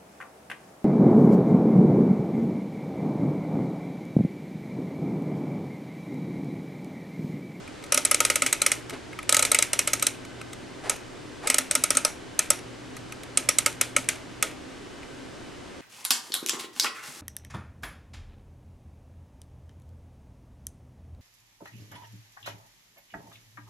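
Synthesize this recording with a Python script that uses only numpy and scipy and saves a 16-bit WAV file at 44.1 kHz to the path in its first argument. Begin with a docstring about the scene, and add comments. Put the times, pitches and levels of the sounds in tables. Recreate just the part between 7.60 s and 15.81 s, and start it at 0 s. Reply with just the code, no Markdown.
"""Fingertips tick on a knob over mains hum and room noise; then plastic flaps clack down in runs
as a hand sets a flip clock in a metal case, close to a stereo microphone. Each flap slips off its
catch, rattles on the stack for a few milliseconds and bounces once. The impact excites damped modes
of flap, drum, frame and case, and the stack rustles on. Between runs, skin and drum drag with friction."""
import sys
import numpy as np
from scipy import signal
from scipy.fft import rfft, irfft, next_fast_len
from scipy.io import wavfile
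from scipy.ndimage import uniform_filter1d

SR = 44100
rng = np.random.default_rng(int(sys.argv[2]) if len(sys.argv) > 2 else 0)


def inscribe(sig):
    """Save sig as 16-bit PCM at rate SR to the path in sys.argv[1].

    A 1-D sig is mono; a 2-D sig holds one channel per row.
    Samples are clipped to [-1, 1] before scaling.
    """
    pcm = np.round(np.clip(np.atleast_2d(sig).T, -1, 1) * 32767)
    wavfile.write(sys.argv[1], SR, pcm.astype(np.int16))


N = 362061

# Noise spectra. Each row: frequency in Hz, relative spectral density in dB.
ROOM_SPECTRUM = [(20, -15.5), (28, -8), (41, -19), (55, -8), (223, -6.5), (301, -4), (546, -8.5),
                 (797, -13.5), (1750, -17), (2930, -20.5), (8430, -29.5), (12200, -41.5), (13300, -48)]
DRAG_SPECTRUM = [(150, -42), (400, -4), (800, -5.5), (1300, -12), (2000, -13.5), (5170, -26.5),
                 (10200, -29), (14000, -50)]
RUSTLE_SPECTRUM = [(150, -52), (250, -7.5), (1000, -9.5), (2500, 0.5), (4450, -4.5), (8600, -1),
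                   (12200, -6), (13400, -23)]
# Likeness of the two channels. Each row: frequency in Hz, correlation from 0 to 1.
ROOM_COHERENCE = [(25, .98), (60, 0.75), (180, 0.064), (550, 0.027), (1650, 0.62), (4970, 0.75),
                  (15000, 0.045)]
CLOCK_COHERENCE = [(500, 0.77), (2000, 1), (5000, 1), (12000, 0.088)]
# Mains and motor tones. Each row: frequency in Hz, level in dB, waver width in Hz, steady-to-waver ratio.
HUM_LINES = [(120, -54, 9, 1.1), (258, -55, 14, .3), (303, -54, 25, .3), (360, -58, 6, .8),
             (394, -60, 6, .8), (1534, -66, 4, 1.5), (1573, -65, 4, 1.5), (2046, -67, 4, 1.5),
             (3003, -65, 4, 2)]
# Drift of the lowest hum line. Each row: time in seconds, gain in dB.
MAINS_DRIFT = [(0, -1), (2.7, 2), (3.8, -2), (5.8, 4), (6.9, 0.5), (7.1, -12), (8.2, -2.5)]
# Friction envelopes, one list a stroke. Each row: time in seconds, level in dB.
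DRAG_STROKES = [
    [(1.325, -46), (1.337, -32.5), (1.36, -43), (1.4, -51)],
    [(3.225, -61), (3.24, -39), (3.265, -34), (3.3, -38.5), (3.35, -42)],
    [(3.81, -66), (3.835, -37.5), (3.875, -33.5)],
]
# Fingers grip and leave the knob. Each row: start in seconds, level in dB, gain of the dull modes in dB.
KNOB_TOUCHES = [(0.077, -39, 6.5), (.225, -41, 3), (.263, -38, -8), (0.238, -26.5, -8), (1.2957, -25, -3),
                (1.3048, -28, 1), (1.5296, -40, 8), (1.5886, -29, 9.5), (1.628, -32, 1), (2.3958, -20, -14),
                (2.6496, -33.5, -5), (2.813, -32.5, 4.5), (2.9301, -28.5, -6), (5.366, -26.5, -6.5),
                (5.522, -27, -1.5), (5.6328, -30, -4.5), (7.431, -46, 11)]
# The hand nudges the case. Each row: start in seconds, peak in dB.
CASE_NUDGES = [(.345, -34.5), (.52, -41.5), (0.824, -34.5), (1.325, -36.5), (3.89, -35.5), (3.99, -38),
               (4.165, -34.5), (4.345, -34), (5.775, -39), (6.375, -35)]
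# Normal modes. Each row: frequency in Hz, relative level in dB, time to decay 60 dB in seconds.
CASE_MODES = [(261.2, -26.5, 0.25), (522.4, 0.5, 0.029), (590.4, -2, 0.061), (906, -18, 0.19),
              (1277, 4, 0.05), (1419, -10, 0.13), (1550, -20, 0.016)]
DRUM_MODES = [(1920, -12, .03), (2070, -9, .04), (2230, 0, .016), (2500, -12, .04), (2950, -5, .012)]
FRAME_MODES = [(3400, -4, .01), (3950, 0, .018), (4150, -6, .015)]
FLAP_MODES = [(5150, -2.5, 0.0053), (5700, -1.5, 0.0094), (6490, 4.5, 0.0064), (7230, 0.5, 0.0036),
              (7970, 4, 0.0098), (8590, 2, 0.0095), (9530, 4, 0.0027), (10240, 1, 0.0093),
              (11900, -2, 0.0076), (12400, -3, 0.0026), (12480, -13, 0.01), (14030, -11, 0.0099)]
# Decay of the rustle in case and room. Each row: frequency in Hz, time to decay 60 dB in seconds.
RUSTLE_DECAY = [(300, 0.84), (1500, 0.37), (4600, 0.26), (12000, 0.25)]
# Falling flaps. 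Each row: start in seconds, flap peak in dB, case peak in dB,
# landing from 0 (against the frame) to 1 (on the drum).
FLAP_FALLS = [(0.3214, -2.5, -19, 0.6), (0.3438, -3.5, -22.5, 0.39), (0.3748, -5, -17.5, 0.79),
              (0.4502, -1, -24, 0.12), (0.5124, -3, -18.5, 0.9), (0.5443, -4.5, -25, 0.34),
              (0.6036, -3, -15, 1), (0.65, -2.5, -23.5, 0.62), (0.7, -6, -17, 0.94),
              (0.7567, -6.5, -22, 0.52), (0.8204, -7, -15.5, 0.76), (0.863, -8, -25.5, 0.78),
              (0.9268, -5.5, -30, 0.6), (1.0171, -6.5, -20, 0.36), (1.0629, -2, -21.5, 0.89),
              (1.1171, -7.5, -25, 0.69), (1.6923, -3, -20.5, 0.58), (1.7242, -2.5, -16, 0.22),
              (1.7448, -3, -24, 0.9), (1.7666, -3, -18, 0.4), (1.7926, -6.5, -19, 0.69),
              (1.8252, -6, -22, 0.43), (1.8507, -7, -30, 0.79), (1.916, -2, -18.5, 0.27),
              (1.946, -3.5, -22.5, 0.89), (1.9877, -3.5, -19, 0.3), (2.024, -4.5, -32, 0.6),
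              (2.1319, -8, -25.5, 0.47), (2.1909, -2.5, -26, 0.83), (2.274, -10, -22.5, 0.46),
              (2.3327, -3, -23.5, 0.35), (2.4243, -8, -23, 0.12), (2.4667, -3.5, -29, 0.034),
              (3.296, -6, -23.5, 0.35), (3.8721, -9, -22.5, 0.57), (3.9, -3.5, -22, 0.99),
              (3.943, -5.5, -26, 0.16), (3.9829, -4, -22, 0.71), (4.1106, -5.5, -25.5, 0.019),
              (4.1517, -2.5, -20.5, 0.52), (4.2378, -2.5, -22, 0), (4.3044, -2.5, -19, 0.56),
              (4.35, -26, -25, 0.0), (4.37, -0.5, -22, 0), (4.4486, -3, -17.5, 0.61),
              (4.791, -2, -23.5, 0.33), (4.9031, -1, -16.5, 0.66), (5.773, -1, -24, 0.26),
              (5.8885, -2, -18, 0.69), (5.985, -3, -25, 0.27), (6.0613, -3.5, -17, 0.75),
              (6.2116, -4, -24.5, 0.69), (6.364, -6, -16, 0.93), (6.488, -5.5, -34, 0.72),
              (6.8255, -5.5, -21.5, 0.75)]
# Resonances in the rustle. Each row: frequency in Hz, gain in dB at landing 0, gain in dB at landing 1.
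LINGERING_MODES = [(2286, 2, 2.5), (5790, 5, 4), (6600, 10, -1), (8580, 8, -0.5), (10100, 5, 0)]
# Ringing from turn to turn. Each row: time in seconds, then gains in dB of drum, frame and thin ring.
RING_GAINS = [(.5, -5.5, -4.5, 7), (.7, 2.5, 5, -0.5), (1.8, 0, 5.5, 1.5), (2.4, 4.5, -3.5, -0.5),
              (3.9, -2, -6, 1.5), (4.4, -10, -17, 8.5), (5.9, 4, -3, 9), (6.2, 2, -6, -2)]
# The two lines of a thin, high ring. Each entry: frequency in Hz.
THIN_RING_HZ = [5700, 10250]
# Stereo placement of case, drum, frame and flap. Each entry: left over right in dB.
PART_BALANCE = [0.47, .3, -0.00015, -1.2]
# Microphone response. Each row: frequency in Hz, gain in dB.
MIC_RESPONSE = [(11500, -0.5), (13500, -6), (14500, -9), (16500, -26)]

DRUM_DB, FRAME_DB, RUSTLE_DB = (-25.5, -10), (-11, -33.5), (-32, -28.5)  # base levels at landing 0 and 1
FOLLOW = 0.22  # share of a flap's dB level that drum, frame and rustle follow
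FOCUS_HZ, FOCUS_SPREAD = 8300, 0.015  # centre of the flap's middle modes, relative scatter
OFF_FOCUS_DB = (-10, -1)  # gain of modes far from that centre, at landing 0 and 1
DETUNE, SCATTER_DB = 0.004, 1.2  # spread of mode pitch and level from blow to blow
BOUNCE_DB, LEAD_S = -14.5, 0.0008  # bounce against first push; head start of a rattle


def amp(db):
    return 10 ** (np.asarray(db) / 20)


def unit_rms(x):
    return x / np.sqrt(np.mean(x ** 2) + 1e-20)


def curve_at(points, hz):
    f, value = np.transpose(points)
    return np.interp(np.log(hz + 1), np.log(f + 1), value)


def add(mix, start_s, sound):
    part = mix[:, round(start_s * SR):][:, :sound.shape[1]]
    part += sound[:, :part.shape[1]]


def stereo_noise(spectrum, coherence, size):
    """Partial coherence: the right channel mixes the left one's coloured noise with noise of its own."""
    hz = np.fft.rfftfreq(size, 1 / SR)
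    left, own = rfft(rng.standard_normal((2, size)))
    shared = np.clip(curve_at(coherence, hz), -1, 1)
    right = shared * left + np.sqrt(1 - shared ** 2) * own
    return unit_rms(irfft(np.array([left, right]) * amp(curve_at(spectrum, hz)), size))


def room_noise():
    """Stationary noise with its power mostly at low frequencies."""
    return amp(-42) * stereo_noise(ROOM_SPECTRUM, ROOM_COHERENCE, next_fast_len(N))[:, :N]


def hum():
    """Narrow-band modulation: each mains or motor tone is a steady phasor plus a slow random one."""
    t, out = np.arange(N) / SR, np.zeros((2, N))
    hop = 64
    for hz, db, width_hz, steady in HUM_LINES:
        lowpass = [1, -np.exp(-np.pi * width_hz * hop / SR)]
        real, imag = rng.standard_normal((2, 3, N // hop + 2))
        waver = signal.lfilter([1], lowpass, signal.lfilter([1], lowpass, real + 1j * imag))
        phasor = steady + (waver[0] + 0.27 * waver[1:]) / np.std(waver)
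        tone = (np.repeat(phasor, hop, axis=1)[:, :N] * np.exp(2j * np.pi * hz * t)).real
        if hz == HUM_LINES[0][0]:
            db = db + np.interp(t, *np.transpose(MAINS_DRIFT))
        out += amp(db) * unit_rms(tone)
    return out


def drag():
    """Sliding friction of skin on knob and drum on catch gives short swells of grainy noise."""
    out = np.zeros((2, N))
    for stroke in DRAG_STROKES:
        times, db = np.transpose(stroke)
        t = np.arange(times[0], times[-1], 1 / SR)
        grain = amp(unit_rms(uniform_filter1d(rng.standard_normal(len(t)), 90)))
        friction = unit_rms(grain * stereo_noise(DRAG_SPECTRUM, CLOCK_COHERENCE, len(t)))
        add(out, times[0], amp(np.interp(t, times, db)) * friction)
    return out


def rattle(decay_ms, rise_ms=1.3):
    """Shot noise: the force of many tiny random contacts swells fast and dies away."""
    ms = np.arange(882) / SR * 1000
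    contacts = (rng.random(len(ms)) < 0.12) * rng.standard_normal(len(ms))
    return contacts * (1 - np.exp(-(ms / rise_ms) ** 2)) * np.exp(-(ms / decay_ms) ** 2)


def ring(modes, force, gain_db=0, swell_s=1e-4, damping=1):
    """Modal superposition: damped sinusoids are convolved with the force and scaled to peak 1."""
    hz, db, t60 = np.array(modes).T[:, :, None]
    t = np.arange(3072) / SR
    shift, lag, scatter, phase = rng.standard_normal((4, len(modes), 1))
    # Offsetting the force's spectrum gives a mode nearly the same share of every rattle.
    share = abs(rfft(force, 2048))[np.round(hz * 2048 / SR).astype(int)] / np.linalg.norm(force)
    db = db - 0.9 * 20 * np.log10(share + 0.13) + gain_db + SCATTER_DB * scatter
    # Each mode leaves the case at its own angle, so the channels differ in the treble.
    lag_s = 4e-6 * lag * np.array([1, -1])[:, None, None]
    cycles = phase + hz * (1 + DETUNE * shift) * (t + lag_s)
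    tones = amp(db - 60 * damping * t / t60) * np.sin(2 * np.pi * cycles)
    response = tones.sum(1) * (1 - np.exp(-(t / swell_s) ** 2))
    out = signal.fftconvolve(response, force[None], axes=1)[:, :len(t)]
    out *= np.minimum(4 * (1 - t / t[-1]), 1)  # fade the last quarter
    return out / abs(out).max()


def stack_rustle(landing, thin_db=0):
    """Reverberant decay: the stack settles, and its noise dies in case and room band by band."""
    hz, t, bands = signal.stft(stereo_noise(RUSTLE_SPECTRUM, CLOCK_COHERENCE, 10240), SR, nperseg=256)
    # The rustle keeps a few modes alive, other ones each time.
    mode_hz = np.array(CASE_MODES + DRUM_MODES + FRAME_MODES + FLAP_MODES)[:, :1]
    alive_db = 6 * rng.random((len(mode_hz), 1)) ** 4 * np.exp(-((hz - mode_hz) / 160) ** 2)
    linger_db = sum((a + (b - a) * landing) * np.exp(-((hz - f) / 140) ** 2)
                    for f, a, b in LINGERING_MODES)
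    linger_db += thin_db * np.exp(-((hz[:, None] - THIN_RING_HZ) / 200) ** 2).sum(1)
    resonance_db = (alive_db.sum(0) + linger_db)[:, None]
    flicker_db = 0.75 * rng.standard_normal(len(t))
    decay_db = -60 * t / curve_at(RUSTLE_DECAY, hz)[:, None]
    tail = signal.istft(bands * amp(flicker_db + resonance_db + decay_db), SR, nperseg=256)[1]
    t = np.arange(tail.shape[1]) / SR
    # The stack settles once more with a faint tick.
    late_tick = 1.6 * rng.random() ** 2 * np.exp(-((t - rng.uniform(0.0662, 0.0938)) / 0.0033) ** 2)
    onset = 1 - np.exp(-(t / 0.0022) ** 2)
    return tail * onset * (1 + 5.32 * np.exp(-t / 0.0052) + late_tick)


def fingers():
    """Structure-borne sound: touches, damped by skin, cross the shaft; nudges ring the lowest mode."""
    out = np.zeros((2, N))
    for start_s, db, dull_db in KNOB_TOUCHES:
        force = rattle(decay_ms=4.6)
        bright = ring(FLAP_MODES + FRAME_MODES, force, damping=1.9)
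        dull = ring(DRUM_MODES[:4] + CASE_MODES[4:5], force, gain_db=[[0], [0], [0], [0], [-12]])
        add(out, start_s - LEAD_S, amp(db) * (bright + amp(dull_db) * dull))
        add(out, start_s, amp(db - 28) * stack_rustle(landing=0.54))
    for start_s, db in CASE_NUDGES:
        add(out, start_s, amp(db) * ring(CASE_MODES[:1], np.ones(1), swell_s=0.0087))
    return out


def flap(flap_db, case_db, landing, drum_gain_db, frame_gain_db, thin_db):
    """Impact excitation: the point of landing divides the blow between frame and drum."""
    rattle_ms, bounce_s = rng.uniform([2.6, 0.019], [4.6, 0.026])
    focus_hz = FOCUS_HZ * (1 + FOCUS_SPREAD * rng.standard_normal())
    drum_db, frame_db, rustle_db = (FOLLOW * flap_db + np.interp(landing, [0, 1], ends)
                                    for ends in (DRUM_DB, FRAME_DB, RUSTLE_DB))
    thin_db = thin_db * np.clip((landing - 0.35) / 0.25, 0, 1)  # only drum landings wake the thin ring
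    # Heavier parts feel the rattle as one push and the bounce as a second.
    push = np.zeros(round(bounce_s * SR) + 1)
    push[[30, -1]] = 1, amp(BOUNCE_DB)
    mode_hz = np.array(FLAP_MODES)[:, :1]
    off_focus = 1 - np.exp(-(np.log2(mode_hz / focus_hz) / 0.35) ** 2)
    mode_db = np.interp(landing, [0, 1], OFF_FOCUS_DB) * off_focus
    mode_db += thin_db * (abs(mode_hz - THIN_RING_HZ) < 700).any(1, keepdims=True)
    case_pan, drum_pan, frame_pan, flap_pan = amp(np.multiply.outer(PART_BALANCE, [[0.5], [-0.5]]))
    sound = amp(rustle_db) * stack_rustle(landing, thin_db)
    add(sound, 0, flap_pan * amp(flap_db) * ring(FLAP_MODES, rattle(rattle_ms), mode_db))
    add(sound, 0, case_pan * amp(case_db) * ring(CASE_MODES, push, swell_s=0.0027))
    add(sound, 0, drum_pan * amp(drum_db + drum_gain_db) * ring(DRUM_MODES, push, swell_s=0.00031))
    add(sound, 0, frame_pan * amp(frame_db + frame_gain_db) * ring(FRAME_MODES, push, swell_s=0.00092))
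    return sound


def falling_flaps():
    """A train of impacts whose ringing varies from one turn of the knob to the next."""
    out = np.zeros((2, N))
    times, *gain_curves = np.transpose(RING_GAINS)
    for start_s, *fall in FLAP_FALLS:
        gains_db = [np.interp(start_s, times, curve) for curve in gain_curves]
        add(out, start_s - LEAD_S, flap(*fall, *gains_db))
    return out


def scene():
    """Linear superposition: the pressures of all sources add."""
    return falling_flaps() + fingers() + drag() + room_noise() + hum()


def record(dry):
    """Soft saturation rounds the peaks; microphone roll-off and a band limit cut the top octave."""
    size = next_fast_len(N)
    rounded = 1.4 * np.tanh(dry / 1.4)
    mic_gain = amp(curve_at(MIC_RESPONSE, np.fft.rfftfreq(size, 1 / SR)))
    heard = irfft(rfft(rounded, size) * mic_gain, size)[:, :N]
    band_limit = signal.firwin(511, cutoff=16700, window=("kaiser", 9), fs=SR)
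    return signal.oaconvolve(heard, band_limit[None], "same")


dry = scene()
out = record(dry)
inscribe(out)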